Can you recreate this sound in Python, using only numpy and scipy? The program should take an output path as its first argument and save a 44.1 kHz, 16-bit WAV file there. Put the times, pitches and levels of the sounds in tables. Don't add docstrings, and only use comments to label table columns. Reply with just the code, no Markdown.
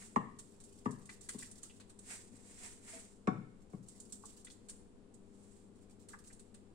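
import sys
import numpy as np
from scipy import signal
from scipy.fft import rfft, irfft, next_fast_len
from scipy.io import wavfile
from scipy.ndimage import map_coordinates

SR = 44100
rng = np.random.default_rng(int(sys.argv[2]) if len(sys.argv) > 2 else 0)


def wav_out(sig):
    wavfile.write(sys.argv[1], SR, np.round(np.clip(np.atleast_2d(sig).T, -1, 1) * 32767).astype(np.int16))


N = 297234
TIME = np.arange(N) / SR


def amp(db):
    return 10 ** (np.asarray(db) / 20)


def unit(x):
    return x / np.sqrt(np.mean(x ** 2) + 1e-20)


def along(points, hz):
    f, values = np.transpose(points)
    return np.interp(np.log(hz + 1), np.log(f + 1), values)


def wobble(rate):
    knots = rng.standard_normal(int(N * rate / SR) + 4)
    return map_coordinates(knots, [TIME * rate])


def filtered(x, response):
    n = x.shape[-1]
    padded = next_fast_len(n + SR // 4)
    spectrum = rfft(x, padded) * response(np.fft.rfftfreq(padded, 1 / SR))
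    return irfft(spectrum, padded)[..., :n]


def coloured(x, spectrum):
    return unit(filtered(x, lambda hz: amp(along(spectrum, hz))))


def low_cut(hz, edge_hz):
    return (1j * hz) ** 2 / (edge_hz ** 2 - hz ** 2 + 1j * hz * edge_hz)


def delay(hz, s):
    return np.exp(-2j * np.pi * hz * s)


def bending(hz, slow_s, fast_hz):
    f = np.minimum(hz, fast_hz)
    return np.exp(-2j * np.pi * slow_s * np.sqrt(200) * (2 * np.sqrt(f) - f / np.sqrt(fast_hz)))


# (f/Hz, left-right correlation)
COHERENCE = [(30, 0.16), (90, .9), (300, 0.77), (600, 0.22), (1400, 0), (15000, 0.13)]


def diffuse(size):
    def mid_side(hz):
        half_angle = np.arccos(np.clip(along(COHERENCE, hz), -1, 1)) / 2
        return np.array([np.cos(half_angle), np.sin(half_angle)])
    mid, side = filtered(rng.standard_normal((2, size)), mid_side)
    return np.array([mid + side, mid - side])


def add(track, s, sound):
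    part = track[:, max(round(s * SR), 0):][:, :sound.shape[-1]]
    part += sound[..., :part.shape[1]]


# (f/Hz, t60/s)
REVERBERATION = [(100, 0.47), (260, 0.54), (700, 0.34), (2000, 0.59), (8000, 0.49), (15000, 0.46)]


def in_kitchen(x, wet_db, early_db):
    hz, t, noise = signal.stft(diffuse(size=SR // 2), SR, nperseg=256)
    decay = amp(-60 * t / along(REVERBERATION, hz)[:, None])
    tail = unit(signal.istft(noise * decay, SR, nperseg=256)[1])
    t = np.arange(tail.shape[1]) / SR
    early = unit(diffuse(size=len(t)) * amp(-60 * t / 0.061))
    late = tail * (1 - np.exp(-t / 0.0078))
    answer = (amp(wet_db) * late + amp(early_db) * early) / np.sqrt(len(t))
    return x + signal.fftconvolve(x * np.ones((2, 1)), answer, axes=1)[:, :x.shape[-1]]


def ring(modes, t):
    return sum(amp(db + rng.standard_normal() - 60 * t / t60) * np.sin(2 * np.pi * hz * t)
               for hz, db, t60 in modes)


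def droplets(count, spread_db):
    out = np.zeros((2, N + 32))
    at, lag = rng.integers(0, N, count), rng.integers(0, 32, count)
    size = rng.standard_normal(count) * amp(spread_db * np.minimum(rng.exponential(size=count), 3))
    out[0, at], out[1, at + lag] = size, size
    return unit(out[:, :N])


def bubbles(t, hz, cycles, rise):
    turns = np.maximum(t, 0) * hz
    life = turns / cycles
    envelope = amp(-60 * life) * (1 - np.exp(-2 * turns))
    return envelope * np.sin(2 * np.pi * turns * (1 + rise * np.minimum(life, 1)))


SWELL_DB = 20


def swell(s, db, attack_s, hold_s, release_s):
    away = np.maximum(s - TIME, 0) / attack_s + np.maximum(TIME - s - hold_s, 0) / release_s
    return amp(db - SWELL_DB * away)


# (f/Hz, mean level/dB re rms 1)
HUM = [(100.5, -73), (200, -70.5), (301, -79), (400, -74.5), (487, -79.5)]
# (f/Hz, relative level/dB per Hz)
AIR = [(20, 8), (45, -4), (80, -2.5), (140, -8.5), (220, 3.5), (330, -4.5), (430, -4), (560, -12.5),
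       (1000, -18), (2000, -27.5), (4000, -31), (9000, -41.5), (11000, -46.5), (16000, -70)]


def room_tone():
    hum = 0
    for hz, db in HUM:
        level = np.sqrt(2) * amp(db + 1.8 * wobble(3.16))
        hum = hum + level * np.sin(2 * np.pi * hz * TIME + 1.1 * wobble(3))
    return hum + amp(-61.5) * coloured(diffuse(size=N), AIR)


# (t/s of full speed, relative level/dB, attack/s, hold/s)
SWISHES = [(0.01, -58, 0.15, 0.016), (2.107, -51.5, 0.084, 0.013), (2.35, -67, .16, .06),
           (2.512, -61.5, 0.26, 0.028), (2.638, -54, 0.13, 0.029), (2.899, -55, 0.14, 0.069),
           (5.392, -73.5, 0.21, 0.19)]
# (f/Hz, relative level/dB per Hz)
CLOTH = [(200, -16), (900, -4.5), (3400, -1.5), (6000, 0), (8500, 0.5), (10500, -13), (15500, -18.5)]
# (f/Hz, relative level/dB per Hz)
FOLDS = [(300, -58), (600, 4), (1200, 1.5), (2000, 9), (2600, 5.5), (3300, -8.5), (5000, -32)]
SETTLE_S = 0.19


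def clothes():
    speed = np.max([swell(*swish, SETTLE_S) for swish in SWISHES], axis=0)
    rub = coloured(diffuse(size=N), CLOTH) * amp(1.3 * wobble(60))
    rustle = coloured(droplets(count=15000, spread_db=0), FOLDS)
    folds = unit(in_kitchen(rustle, wet_db=-2, early_db=1.0))
    catching = amp(1.8 * wobble(50))
    fold_gain = amp(-5.5) * (speed / speed.max()) ** 0.43
    return speed * (amp(-4.0) * rub + fold_gain * folds * catching)


# (t/s, relative thud level/dB, thud f/Hz, relative clack level/dB, hardness f/Hz, dish 0 near / 1 far)
KNOCKS = [(0.160, -21.5, 229.5, -20, 1750, 0), (0.857, -22.5, 235, -27.5, 1760, 0),
          (1.344, -36, 229, -49.5, 1200, 0), (2.334, -47, 262, -74, 1000, 0),
          (3.273, -17.5, 210.3, -24, 1760, 1), (3.733, -30.5, 184, -44.5, 390, 1)]
# (f/Hz, relative level/dB, t60/s)
WORKTOP = [(120.9, -14.5, 0.47), (146.9, -15.5, 0.38), (184.2, -18, 0.25), (245, -10, 0.036),
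           (311.5, -6, 0.062), (409.6, -6, 0.06), (474.6, -25, 0.18)]
# (f/Hz, relative level/dB, t60/s)
NEAR_DISH = [(982, -17, 0.054), (1074, -10, 0.052), (1123, -13, 0.035), (1145, -27, 0.039),
             (1737, -21.5, 0.039), (1794, -23.5, 0.035), (1880, -18.5, 0.031), (2730, -27, 0.0262)]
# (f/Hz, relative level/dB, t60/s)
FAR_DISH = [(750, -17, 0.15), (918, -23, 0.056), (1113, -12, 0.06), (1150, -13, 0.055),
            (1320, -11.5, 0.038), (1384, -7, 0.013), (1700, -17.5, 0.017), (2170, -19, 0.074),
            (2293, -26.5, 0.081), (3540, -21, 0.026), (5280, -22, .012)]
# (f/Hz, relative level/dB per Hz)
CLAY = [(500, -33), (800, -4), (1100, 9), (1500, 0.5), (2300, -18.5), (3200, -24), (7000, -12),
        (10000, -20)]


def clack_of(dish, t):
    clay = coloured(rng.standard_normal(len(t)), CLAY)
    clay = clay * (1 - np.exp(-t / 0.00077)) * amp(-60 * t / 0.023)
    modes = ring(FAR_DISH if dish > .5 else NEAR_DISH, t)
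    clack = filtered(modes + amp(-13.0) * clay, lambda hz: low_cut(hz, edge_hz=530))
    clack = filtered(clack, lambda hz: 1 + amp(-14.0) * delay(hz, .0107))
    return filtered(clack, lambda hz: delay(hz, np.array([[.0004], [0]])))


def thud_of(thud_hz, t):
    push = np.sin(2 * np.pi * thud_hz * t) * np.sin(np.pi * np.minimum(t / 0.014, 1))
    return filtered(push + ring(WORKTOP, t), lambda hz: low_cut(hz, edge_hz=172))


def knocks():
    out, t = np.zeros((2, N)), np.arange(int(.7 * SR)) / SR
    for s, thud_db, thud_hz, clack_db, hard_hz, dish in KNOCKS:
        clack = in_kitchen(clack_of(dish, t), wet_db=-3.0, early_db=3.5)
        thud = in_kitchen(thud_of(thud_hz, t), wet_db=-6.5, early_db=-27.0)
        blow = amp(clack_db) * clack + amp(thud_db - 5.5) * thud
        blow = filtered(blow, lambda hz: 1 / (1 + 1j * hz / hard_hz))
        add(out, s, filtered(blow, lambda hz: bending(hz, slow_s=0.0111, fast_hz=2040)))
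    return filtered(out, lambda hz: 1 / (1 + (hz / 9500) ** 8))


# (t/s, relative spray level/dB, body level/dB re spray column)
SPLATS = [(0.387, -40.5, -9), (0.601, -48, -6.5), (0.637, -47, -22), (0.9072, -44.5, -14),
          (1.054, -50, -10), (1.0923, -47.5, 3), (1.208, -48, -12), (1.2878, -32.5, -6.5), (1.384, -40, -8),
          (1.512, -45, -18), (1.629, -40.5, -9), (1.799, -53, 6), (1.894, -49.5, -4),
          (1.9885, -48.5, -10.5), (3.884, -45.5, -19.5), (3.9996, -44, -23), (4.122, -35.5, -18),
          (4.254, -44, -20), (4.4454, -45, -14), (4.515, -49, -23), (4.685, -45, -6), (4.694, -42, -10.5),
          (5.139, -55, -26), (6.0857, -48.5, -4.5), (6.2717, -46, -30), (6.3264, -47.5, -23),
          (6.393, -49, -7), (6.542, -52.5, 0.5)]


def splats():
    spray, body, t = np.zeros((1, N)), np.zeros((1, N)), np.arange(SR // 8) / SR
    fade = (1 - np.exp(-t / 0.0019)) * amp(-60 * t / 0.068)
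    for s, db, body_db in SPLATS:
        add(spray, s, amp(db - 13) * fade)
        add(body, s, amp(db + body_db - 9.5) * fade)
    fizz = coloured(droplets(count=60000, spread_db=1.5),
                    [(1200, -42), (3500, 4.5), (8000, 12.5), (10500, 0.0), (15500, -8.5)])
    slap = coloured(droplets(count=30000, spread_db=3.5),
                    [(400, -3), (1000, 14), (2500, 10.5), (4500, 12.5), (9000, -48)])
    return in_kitchen(spray * fizz + body * slap, wet_db=-4.0, early_db=-1.5)


def froth(count, centre_hz, spread_db):
    t = np.arange(SR // 80) / SR
    hz = np.clip(centre_hz * np.exp(0.595 * rng.standard_normal((count, 1))), 900, 13000)
    size = amp(spread_db * np.minimum(rng.exponential(size=(count, 1)), 3))
    at = rng.integers(0, N, (count, 1)) + np.arange(len(t))
    sounds = size * bubbles(t, hz, cycles=44, rise=0.053)
    return unit(np.bincount(at.ravel(), sounds.ravel(), N)[:N])


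LUMPS_PER_S, LUMP_SPREAD_DB, LUMP_T60_S = 45, 3, 0.15


def lumps():
    lands = rng.random(N) < LUMPS_PER_S / SR
    size = amp(LUMP_SPREAD_DB * np.clip(rng.standard_normal(N), -2, 2))
    t = np.arange(SR // 4) / SR
    decay = amp(-60 * t / LUMP_T60_S)
    power = signal.fftconvolve(lands * size ** 2, decay ** 2)[:N]
    return unit(np.sqrt(np.abs(power)))


# (t/s of full flow, relative level/dB, tipping/s, hold/s, draining/s)
POURS = [(1.403, -60.5, 1.0, 0.066, 0.49), (3.968, -69, 0.59, 0.54, 0.15), (6.064, -66, 0.34, 0.097, 0.27)]
# (f/Hz, relative level/dB per Hz)
WET = [(300, -16), (900, -16), (2000, -11), (4500, 4), (8000, 4.5), (10500, -8), (15500, -11)]


def stream():
    flow = sum(swell(*pour) for pour in POURS)
    crackle = coloured(droplets(count=14000, spread_db=3.5), WET)
    bubbling = froth(count=6000, centre_hz=4685, spread_db=3.5)
    running = flow * lumps() * (amp(-11.0) * crackle + amp(-16) * bubbling)
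    return in_kitchen(running, wet_db=-3.5, early_db=5)


# (t/s, relative level/dB, starting pitch f/Hz)
PLOPS = [(1.092, -44, 1940), (1.29, -45.5, 1900), (1.424, -45.5, 1890), (1.698, -51.5, 2980),
         (4.237, -52.5, 1100), (4.469, -52, 1900), (4.47, -50.5, 3400), (4.502, -46.5, 4300),
         (6.134, -46.5, 1650), (6.138, -47, 1200), (6.302, -56, 1860)]


def plops():
    out, t = np.zeros((2, N)), np.arange(SR // 8) / SR
    for s, db, hz in PLOPS:
        late = rng.uniform(0, .014, (5, 1))
        pitch = hz * np.exp(0.26 * rng.standard_normal((5, 1)))
        followers = bubbles(t - late, pitch, cycles=10.3, rise=0.12).sum(axis=0)
        first = bubbles(t, hz, cycles=20.4, rise=0.031)
        add(out, s, amp(db - 1.5) * (first + amp(-4.5) * followers))
    return in_kitchen(out, wet_db=-0.5, early_db=7.0)


# (f/Hz, relative level/dB, t60/s)
POT = [(265, -4, 0.28), (467, 2, 0.2), (657, 0, 0.19), (2080, -1, 0.056)]
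BUMP_S, BUMP_DB = 2.92, -50


def pot_bump():
    out, t = np.zeros((1, N)), np.arange(SR // 2) / SR
    add(out, BUMP_S, amp(BUMP_DB) * ring(POT, t) * (1 - np.exp(-t / 0.0054)))
    spread = filtered(out, lambda hz: bending(hz, slow_s=.045, fast_hz=2100))
    return in_kitchen(spread, wet_db=-9.5, early_db=-8)


def scene():
    return room_tone() + clothes() + knocks() + splats() + stream() + plops() + pot_bump()


# (f/Hz, left minus right level/dB)
BALANCE = [(30, 3.5), (120, 8), (500, 6), (900, 5.5), (1500, 0.5), (4000, -1.5), (11000, 0)]
# (f/Hz, width f/Hz, peak level/dB)
PORTS = [(9120, 530, 17), (7660, 940, 14.5)]
TOP_HZ = 15800


def record(dry):
    def microphones(hz):
        ports = np.array([1 + (amp(db) - 1) * 1j * hz * width / (centre * centre - hz * hz + 1j * hz * width)
                          for centre, width, db in PORTS])
        return ports * amp(along(BALANCE, hz) * np.array([[.5], [-.5]]))
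    return filtered(filtered(dry, microphones), lambda hz: hz < TOP_HZ)


dry = scene()
out = record(dry)
wav_out(out)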